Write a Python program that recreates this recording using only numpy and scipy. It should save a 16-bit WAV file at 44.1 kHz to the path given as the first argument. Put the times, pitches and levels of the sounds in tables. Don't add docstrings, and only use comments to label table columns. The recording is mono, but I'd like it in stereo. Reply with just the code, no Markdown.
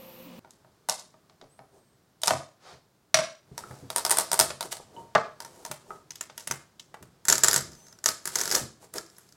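import sys
import numpy as np
from scipy import signal
from scipy.fft import rfft, irfft
from scipy.io import wavfile
from scipy.ndimage import uniform_filter1d

SR = 44100
rng = np.random.default_rng(int(sys.argv[2]) if len(sys.argv) > 2 else 0)


def store_wav(level_fs):
    pcm = np.round(np.clip(np.atleast_2d(level_fs), -1, 1) * 32767)
    wavfile.write(sys.argv[1], SR, pcm.T.astype(np.int16))


N = 412776
TAPS = 8192
PRINTER_END = .393


def amp(db):
    return 10 ** (np.asarray(db) / 20)


def evened(x):
    return x / np.sqrt(np.mean(x ** 2) + 1e-20)


def read(points, hz):
    f, value = np.transpose(points)
    return np.interp(np.log(hz + 1), np.log(f + 1), value)


def add(mix, s, sound):
    part = mix[max(round(s * SR), 0):][:len(sound)]
    part += sound[:len(part)]


def bins(size):
    return np.fft.rfftfreq(size, 1 / SR)


def coloured(x, colour):
    return evened(irfft(rfft(x) * amp(read(colour, bins(len(x)))), len(x)))


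def drift(edge_hz):
    noise = rfft(rng.standard_normal(N))
    return evened(irfft(noise * np.exp(-(bins(N) / edge_hz) ** 2), N))


def causal(gain):
    log_gain = np.log(np.maximum(gain, 1e-5))
    circle = np.concatenate([log_gain, log_gain[-2:0:-1]])
    return np.exp(np.conj(signal.hilbert(circle)))[:len(gain)]


def below(hz, edge_hz):
    return 1 / (1 + (hz / edge_hz) ** 6)


def peak(hz, centre_hz, width_hz, db):
    return (amp(db) - 1) / (1 + (2 * (hz - centre_hz) / width_hz) ** 2)


def glide(hz):
    return np.sin(2 * np.pi * np.cumsum(hz) / SR)


# pitch in Hz, level in dB.
MOTOR_TONES = [(177.6, -61.5), (213, -65), (240, -63), (291, -72), (350, -62), (507, -61.5), (524, -58),
               (2912, -71)]
# pitch in Hz, strength in dB.
FAN_COLOUR = [(60, -21), (130, -13.5), (240, -13), (330, -19), (420, -14), (520, -5), (680, -13),
              (1100, -11.5), (1500, -23), (2600, -16.5), (4500, -23.5), (10000, -39), (16000, -60)]
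# time in seconds, centre in Hz, level in dB.
SIZZLE = [(0, 13300, -56), (.22, 13400, -57), (.26, 14600, -56), (.3, 16300, -64), (.36, 16300, -69),
          (.39, 15200, -60)]


def printer(fan_db=-54, flat_noise_db=-62, waver=0.0076, throb_db=3.5, sizzle_width_hz=2200):
    t = np.arange(N) / SR
    hum = np.zeros(N)
    for hz, db in MOTOR_TONES:
        throb = amp(db + throb_db * drift(8.2))
        hum += throb * evened(glide(hz * (1 + waver * drift(26))))
    s, centre_hz, level_db = np.transpose(SIZZLE)
    turn = 2 * np.pi * np.cumsum(np.interp(t, s, centre_hz)) / SR
    sizzle = evened(drift(sizzle_width_hz) * np.cos(turn) + drift(sizzle_width_hz) * np.sin(turn))
    sizzle *= amp(np.interp(t, s, level_db))
    fans = amp(fan_db) * coloured(rng.standard_normal(N), FAN_COLOUR)
    fans += amp(flat_noise_db) * rng.standard_normal(N)
    return (hum + sizzle + fans) * (t < PRINTER_END)


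# pitch in Hz, strength in dB.
FLOOR_COLOUR = [(15, -47.5), (25, -20), (127, 2), (285, -6), (394, -4), (476, -9.5), (624, -10),
                (1370, -14.5), (2610, -23.5), (4740, -21), (8360, -26.5), (14800, -38), (16000, -37.5)]
# time in seconds, level in dB.
FLOOR_LEVEL = [(0, -63.5), (3.402, -67.5), (3.6, -56), (6.698, -64), (7.599, -62), (9.302, -63.5)]


def floor():
    s, db = np.transpose(FLOOR_LEVEL)
    level = amp(np.interp(np.arange(N) / SR, s, db))
    return level * coloured(rng.standard_normal(N), FLOOR_COLOUR)


# time in seconds, pitch in Hz, level in dB.
MOTOR_SLOWING = [(.22, 305, -82), (.27, 289.4, -47), (.31, 242.4, -56), (.36, 223.4, -61),
                 (.39, 225, -43.5)]


def slowing_motor():
    t = np.arange(N) / SR
    s, hz, db = np.transpose(MOTOR_SLOWING)
    tone = evened(glide(np.interp(t, s, hz)))
    return tone * amp(np.interp(t, s, db)) * (t > s[0]) * (t < PRINTER_END)


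def blows(rows, colour, modes, db, length_s, strut_db, wet_db, scatter_db=-17,
          strut_width_hz=1100, bounce=0.46):
    near, far, hz, t = np.zeros(N), np.zeros(N), bins(TAPS), np.arange(TAPS) / SR
    ringing = 1 + sum(peak(hz, *mode) for mode in modes)
    small = np.sqrt(1 - below(hz, 130))
    body = amp(read(colour, hz)) * ringing * small
    envelope = t / length_s * np.exp(1 - t / length_s) + amp(scatter_db) * np.exp(-t / .008)
    fade = np.cos(np.pi / 2 * t / t[-1]) ** 2
    for s, level_db, body_db, sheen_db, strut_hz in rows:
        run = rfft(rng.standard_normal(TAPS) * envelope)
        even = 1 / np.sqrt(uniform_filter1d(abs(run) ** 2, size=90))
        tilt = amp(body_db * below(hz, 2500) - sheen_db * below(hz, 8100))
        blow = run * causal(even * body * tilt)
        strut = causal(1.5 + peak(hz, strut_hz, strut_width_hz, strut_db))
        delay_s = rng.uniform(.0004, .0012)
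        comb = 1 + bounce * (1 - below(hz, 1200)) * np.exp(-2j * np.pi * hz * delay_s)
        sound = irfft(blow * strut * comb) * fade
        gain = amp(level_db + db) / np.linalg.norm(sound) * np.sqrt(SR / 200)
        add(near, s, gain * sound)
        add(far, s, gain * amp(wet_db) * irfft(blow) * fade)
    return np.array([near, far])


# start in seconds, level in dB, body under 2.5 kHz in dB.
BUMPS = [(.447, -50, 20), (.6467, -56.5, 22), (1.1413, -55, 20.5), (1.2971, -56, 4), (1.4131, -49, 3),
         (1.5911, -47, 18)]
# start in seconds, level in dB,
# body under 2.5 kHz in dB, pitch in Hz at which the struck spot rings.
PEELS = [(0.5067, -51, -14, 7100), (0.887, -31, -1.5, 10780), (0.8886, -28, 8.5, 10830),
         (0.8959, -21, -8.5, 5900), (0.995, -43.5, -22, 6090), (2.2172, -39.5, -13.5, 8270),
         (2.2342, -22.5, -5, 3730), (2.2587, -31, -6.5, 8380), (2.273, -22, -4, 8150),
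         (2.2793, -17.5, 2, 5500), (2.3067, -18.5, 14, 3060)]
# pitch in Hz, strength in dB.
PEEL_COLOUR = [(100, -4.5), (350, -10.5), (650, 9), (1300, 2.5), (2600, -5), (5500, -0.5), (8000, -3),
               (11000, -7.5), (16000, -25.5)]
# pitch in Hz, width in Hz, boost above the colour in dB.
SHEET_MODES = [(624, 47, 6.5), (774, 11, 5.5), (966, 30, 5), (1234, 30, 5.5), (1630, 120, -3),
               (3600, 99, 3.5)]


def bumps_and_peels(peel_sheen_db=3.5, bump_sheen_db=-15.5, bump_ring_hz=3940):
    rows = [(s, level_db, body_db, peel_sheen_db, ring_hz) for s, level_db, body_db, ring_hz in PEELS]
    rows += [(*bump, bump_sheen_db, bump_ring_hz) for bump in BUMPS]
    return blows(rows, PEEL_COLOUR, SHEET_MODES, db=1.57, length_s=0.00081, strut_db=12.0, wet_db=8.0)


def recoils(hits, db, length_s=0.02):
    return [(s, level_db + db, length_s) for s, level_db, *_ in hits]


# start in seconds,
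# level in dB, fading time in seconds.
THUMPS = [(2.312, -34.5, 0.031), (2.722, -53, 0.023), (3.514, -41, 0.0096), (3.706, -38.5, 0.01),
          (3.825, -43.5, .033), (4.396, -42, 0.071), (4.796, -60, .018), (4.97, -51, 0.031),
          (5.701, -43, 0.012), (6.5, -43.5, 0.029), (7.006, -50, 0.04), (7.56, -42.5, 0.095),
          (8.612, -35.5, 0.022)]
# pitch in Hz, strength in dB.
THUMP_COLOUR = [(25, -33.5), (52, -17.5), (75, -2.5), (105, -4), (138, 5), (185, -11.5), (225, -3),
                (400, -10), (900, -31.5), (3000, -72)]


def thumps(db=0.5):
    out, t = np.zeros(N), np.arange(TAPS) / SR
    pushes = THUMPS + recoils(BUMPS, db=-9) + recoils(LANDINGS, db=-23) + recoils(PULLS, db=-32)
    top = causal(amp(read(THUMP_COLOUR, bins(TAPS))))
    for s, level_db, length in pushes:
        push = irfft(rfft(rng.standard_normal(TAPS) * np.exp(-t / length)) * top)
        push *= signal.windows.tukey(TAPS, .02)
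        add(out, s, amp(level_db + db) * push / np.linalg.norm(push) * np.sqrt(length * SR / 2))
    return out


# time in seconds, pitch in Hz, level in dB.
WHISTLES = [
    [(1.42, 8600, -82), (1.54, 10500, -77), (1.61, 11200, -74), (1.68, 9300, -82), (1.78, 8350, -74),
     (1.9, 8500, -75), (2.0, 7500, -77)],
    [(1.49, 7650, -70), (1.53, 8300, -64), (1.56, 8200, -70), (1.6, 8700, -67)],
    [(7.71, 6400, -62), (7.81, 6050, -58), (7.89, 6400, -56), (7.98, 5850, -66)],
]


def whistles(waver=0.0046):
    out, t = np.zeros(N), np.arange(N) / SR
    for curve in WHISTLES:
        s, hz, db = np.transpose(curve)
        on = (t > s[0]) & (t < s[-1])
        pitch = np.interp(t[on], s, hz) * (1 + waver * drift(200)[on])
        tone = amp(np.interp(t[on], s, db)) * glide(pitch)
        add(out, s[0], tone * signal.windows.tukey(on.sum(), .2))
    return out


def drags(snaps, delay_s=.014, half_s=.013, db=-23, body_db=-8.5):
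    return [(s + delay_s, half_s, level_db + db, body_db) for s, level_db, _ in snaps]


# time of the peak in seconds,
# half length in seconds, level in dB, body in dB (here under 1.3 kHz).
SCRAPES = [(1.431, 0.014, -55, 35.5), (1.617, 0.037, -67.5, 20), (1.765, .04, -64, 8), (3.721, .13, -58, 0),
           (4.654, .015, -43.5, 3.5), (4.724, .0087, -36.5, -24.5), (4.801, 0.0031, -44.5, 25.5),
           (4.989, .07, -56, 10), (5.596, 0.13, -59.5, 0), (5.924, 0.07, -56.5, 6.5),
           (6.411, 0.042, -58.5, -9.5), (7.798, .19, -65.5, -6), (8.418, .11, -44, -11),
           (8.555, 0.059, -36, -8), (8.837, .025, -56.5, -3), (8.967, 0.022, -43, -3),
           (9.19, 0.17, -68.5, -15)]
# pitch in Hz, strength in dB.
SCRAPE_COLOUR = [(100, -7), (400, 8.5), (750, 5.5), (1600, -7.5), (2700, -12.5), (4800, -8.5), (7500, -5.5),
                 (11000, -11), (16000, -21)]


def scrapes(slips_per_s=2600, spread_db=-1.5, hiss=1.0, db=4.0):
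    out, size = np.zeros(N), SR // 2
    t, hz = np.arange(size) / SR - 1 / 4, bins(size)
    for s, half, level_db, body_db in SCRAPES + drags(PICKS + PULLS):
        strength = amp(spread_db * np.minimum(rng.exponential(1, size), 4))
        slips = strength * (rng.random(size) < slips_per_s / SR)
        rub = (evened(slips) + hiss) * rng.standard_normal(size)
        colour = amp(read(SCRAPE_COLOUR, hz) + body_db * below(hz, 1300))
        rub = evened(irfft(rfft(rub) * colour, size))
        add(out, s + t[0], amp(level_db + db) * rub * np.exp(-(t / half) ** 2))
    return out


def swish(s=2.695, half_s=0.065, db=-50.5):
    colour = [(100, -18), (700, 4.5), (1600, -2.0), (2700, -9.5), (4500, -4.5), (6500, -10.0),
              (10000, -21), (16000, -40)]
    swell = np.exp(-((np.arange(N) / SR - s) / half_s) ** 2)
    return amp(db) * coloured(rng.standard_normal(N), colour) * swell


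# start in seconds, level in dB,
# body under 2.5 kHz in dB, sheen over 8.1 kHz in dB, ring in Hz.
LANDINGS = [(3.1425, -15, -4, -1, 5490), (3.1877, -25, 5, -30, 5530.0)]
# pitch in Hz, strength in dB.
LANDING_COLOUR = [(100, -13), (380, -15), (600, -9.5), (1500, -4), (2900, -9.5), (5300, -11), (7500, -15),
                  (9500, -16), (16000, -35.5)]
# pitch in Hz, width in Hz, boost above the colour in dB.
PART_MODES = [(626, 73, 18), (1346, 110, 5.2), (2180, 84, 5), (3760, 79, 0.8), (5760, 240, 8.7)]


def landings():
    return blows(LANDINGS, LANDING_COLOUR, PART_MODES, db=4.5, length_s=0.0014, scatter_db=-10.5,
                 strut_db=7.5, wet_db=7.5)


def splintered(snaps, body_db, sheen_db, body_per_db, sheen_per_db, count=2,
               firm_db=-24, gap_s=.011, splinter_db=-11, spread_db=4.5):
    rows = []
    for (s, level_db, ring_hz), chance in zip(snaps, rng.standard_normal((len(snaps), count, 2))):
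        force_db = level_db - firm_db
        colour = (body_db + body_per_db * force_db, sheen_db + sheen_per_db * force_db, ring_hz)
        rows.append((s, level_db, *colour))
        for late, strong in chance:
            s += gap_s * np.exp(.5 * late)
            level_db += splinter_db
            rows.append((s, level_db + spread_db * strong, *colour))
    return rows


# start in seconds, level in dB, ring of the strut in Hz.
PICKS = [(3.5787, -31, 5540), (3.9021, -29, 3700), (3.9611, -18.5, 9300), (3.9817, -23.5, 8700),
         (4.0501, -19.5, 5170), (4.0961, -22.5, 8870), (4.1072, -18, 9830), (4.1126, -15, 8380),
         (4.1227, -22, 8940), (4.1709, -21, 9200), (4.1851, -15, 8800), (4.1978, -25, 8980),
         (4.316, -21, 5460), (4.3307, -18.5, 9000), (4.3912, -14, 8550), (4.3984, -11, 5530),
         (4.4102, -17, 5080), (4.6079, -26, 4140), (4.7258, -30.5, 4370), (5.4032, -34.5, 5210),
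         (5.4482, -38.5, 5700), (5.6504, -32.5, 6140)]
# pitch in Hz, strength in dB.
PICK_COLOUR = [(100, -13), (350, -4.5), (700, 2.5), (1400, 2), (2500, -8), (4200, -5.5), (7200, -5.5),
               (9300, -2.5), (11000, -9.5), (13000, -8.5), (16000, -22.5)]
# pitch in Hz, width in Hz, boost above the colour in dB.
HELD_MODES = [(627, 140, 10.5), (937, 100, 12), (1303, 210, 5), (1920, 730, 4), (2400, 280, -2.5),
              (5054, 540, 2.5), (7790, 120, 3)]


def picks():
    rows = splintered(PICKS, body_db=-5.0, sheen_db=2.5, body_per_db=-0.16, sheen_per_db=0.15)
    return blows(rows, PICK_COLOUR, HELD_MODES, db=-0.35, length_s=0.00076, strut_db=12.5, wet_db=5.5)


# start in seconds, pitch in Hz, level in dB,
# time in seconds to fall by 60 dB.
PINGS = [(3.638, 1320, -32, 0.045), (4.965, 924, -43.5, 0.35), (4.974, 960, -49, 0.15),
         (4.965, 2980, -46, 0.059), (5.906, 1273, -30, 0.039), (6.795, 3360, -48.5, 0.033)]


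def pings():
    out, t = np.zeros(N), np.arange(TAPS) / SR
    for s, hz, level_db, t60 in PINGS:
        add(out, s, amp(level_db - 60 * t / t60) * np.sin(2 * np.pi * hz * t))
    return out


# start in seconds, level in dB,
# body under 2.5 kHz in dB, sheen over 8.1 kHz in dB, ring in Hz.
KNOCKS = [(3.7094, -37, 19, 9, 5360), (4.5037, -26, -.5, -22, 5020), (5.1502, -11.5, 4.5, -22.5, 3180),
          (5.1553, -6, 36, -6, 6270), (5.7129, -25, -0.5, 3.5, 6050), (5.9057, -36.5, 25, 3, 6600),
          (6.2977, -39, 0, -27, 6070.0), (6.9417, -34, 11.5, -4, 3090), (7.0257, -41.5, 2.5, 5, 6570)]
# pitch in Hz, strength in dB.
KNOCK_COLOUR = [(100, -21.5), (300, -18), (580, -13.5), (1300, -11.5), (2400, -18), (5500, -19.5),
                (8500, -18), (16000, -29)]
# pitch in Hz, width in Hz, boost above the colour in dB.
TABLE_MODES = [(470, 49, 4.8), (610, 32, 12.4), (870, 55, 11), (1308, 61, 4)]


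def knocks():
    return blows(KNOCKS, KNOCK_COLOUR, TABLE_MODES, db=-4.0, length_s=0.0018, scatter_db=-4.5,
                 strut_db=4.0, wet_db=4.0)


def crumbs(count=12, per_s=16, db=15.5, spread_db=3, ring_hz=5360):
    rows = []
    chances = rng.uniform(-1, 1, (len(SCRAPES), count, 3))
    for (s, half, level_db, body_db), chance in zip(SCRAPES, chances):
        for luck, when, strong in chance:
            if body_db < 0 and abs(luck) < per_s * 2 * half / count:
                rows.append((s + half * when, level_db + db + spread_db * strong, body_db / 2, 0, ring_hz))
    return rows


# start in seconds, level in dB,
# ring of the strut in Hz.
FLICKS = [(6.106, -34.5, 5720), (6.1558, -40.5, 12140), (6.2092, -27.5, 7270), (6.3777, -34, 11300),
          (6.4731, -28, 10400), (6.5107, -22, 5940), (6.796, -39.5, 3490)]
# pitch in Hz, strength in dB.
FLICK_COLOUR = [(300, -4), (700, -9), (1600, -1), (3000, -9), (4400, -14.5), (6500, -6.5), (9500, -7.5),
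                (16000, -14)]


def flicks():
    rows = splintered(FLICKS, body_db=-4.0, sheen_db=-3.5, body_per_db=1.16, sheen_per_db=0.8)
    return blows(rows, FLICK_COLOUR, HELD_MODES, db=-0.1, length_s=0.0014, strut_db=15.5, wet_db=4.0)


# start in seconds, level in dB, ring of the strut in Hz.
PULLS = [(7.2522, -31, 7600), (7.2838, -14.5, 7440), (7.2884, -18, 7700), (7.299, -12.5, 6760),
         (7.325, -10.5, 6960), (7.38, -22, 7000), (7.4352, -10, 7300), (7.444, -13.5, 7760),
         (7.4824, -12, 7400), (7.511, -20, 4820), (7.5305, -18.5, 10900), (7.5414, -17.5, 7000),
         (7.5608, -15, 8100), (8.041, -27, 6800), (8.059, -13, 6180), (8.0874, -19.5, 4800),
         (8.255, -26.5, 9600), (8.2742, -26.5, 9730), (8.3559, -17.5, 6300), (8.3937, -28.5, 6640),
         (8.4123, -21, 6500), (8.4554, -27, 4930), (8.476, -27, 5300), (8.5245, -23.5, 5400),
         (8.5504, -15.5, 5800), (8.5609, -24.5, 6150), (8.9382, -35, 9800), (9.1831, -45.5, 11300)]
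# pitch in Hz, strength in dB.
PULL_COLOUR = [(100, -13.5), (300, -5.5), (800, -15), (1450, 2.5), (2700, -12.5), (4800, -4.5), (7300, -1),
               (9200, -10.5), (11000, -5.5), (16000, -20.5)]


def pulls():
    rows = splintered(PULLS, body_db=-1.65, sheen_db=4.0, body_per_db=-0.28, sheen_per_db=-0.37)
    return blows(rows + crumbs(), PULL_COLOUR, HELD_MODES, db=-0.75, length_s=0.0011,
                 strut_db=12.5, wet_db=4.0)


# pitch in Hz, time in seconds to fall by 60 dB, echo level in dB.
ROOM = [(100, 0.18, 0), (308, 0.37, -3.5), (700, 0.29, -4), (1810, 0.34, -6), (5000, 0.34, -5),
        (9050, 0.31, -7.5), (15000, 0.19, -9.5)]


def room(x, count=2500, first_s=0.00077, build_s=0.0037):
    taps = np.zeros(SR)
    taps[rng.integers(0, SR, count)] = rng.standard_normal(count)
    taps *= 1 - np.exp(-np.maximum(np.arange(SR) / SR - first_s, 0) / build_s)
    hz, t, z = signal.stft(taps, SR, nperseg=256)
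    table = np.array(ROOM)
    decay = amp(-60 * t / read(table[:, :2], hz)[:, None])
    tail = rfft(signal.istft(z * decay, SR, nperseg=256)[1][:SR])
    tail *= amp(read(table[:, ::2], bins(SR))) / np.sqrt(uniform_filter1d(abs(tail) ** 2, size=250))
    return signal.fftconvolve(x, irfft(tail)[:SR * 3 // 4])[:N]


def side_difference(x):
    curve = [(100, -31.5), (500, -34), (2000, -37.5), (13000, -25)]  # (Hz, dB)
    return irfft(1j * rfft(x) * amp(read(curve, bins(N))), N)


def scene(hiss_db=-73.5):
    near, far = bumps_and_peels() + landings() + picks() + knocks() + flicks() + pulls()
    rubbing = scrapes() + swish() + thumps() + pings()
    handwork = near + rubbing + room(far + rubbing)
    mid = printer() + floor() + slowing_motor() + handwork + whistles()
    side = side_difference(mid)
    hiss = amp(hiss_db) * rng.standard_normal((2, N))
    return np.array([mid + side, mid - side]) + hiss


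def record(dry, edge_hz=16150):
    low_pass = signal.firwin(301, edge_hz, window=("kaiser", 8), fs=SR)
    return signal.oaconvolve(np.clip(dry, -1, 1), low_pass[None], "same")


dry = scene()
out = record(dry)
store_wav(out)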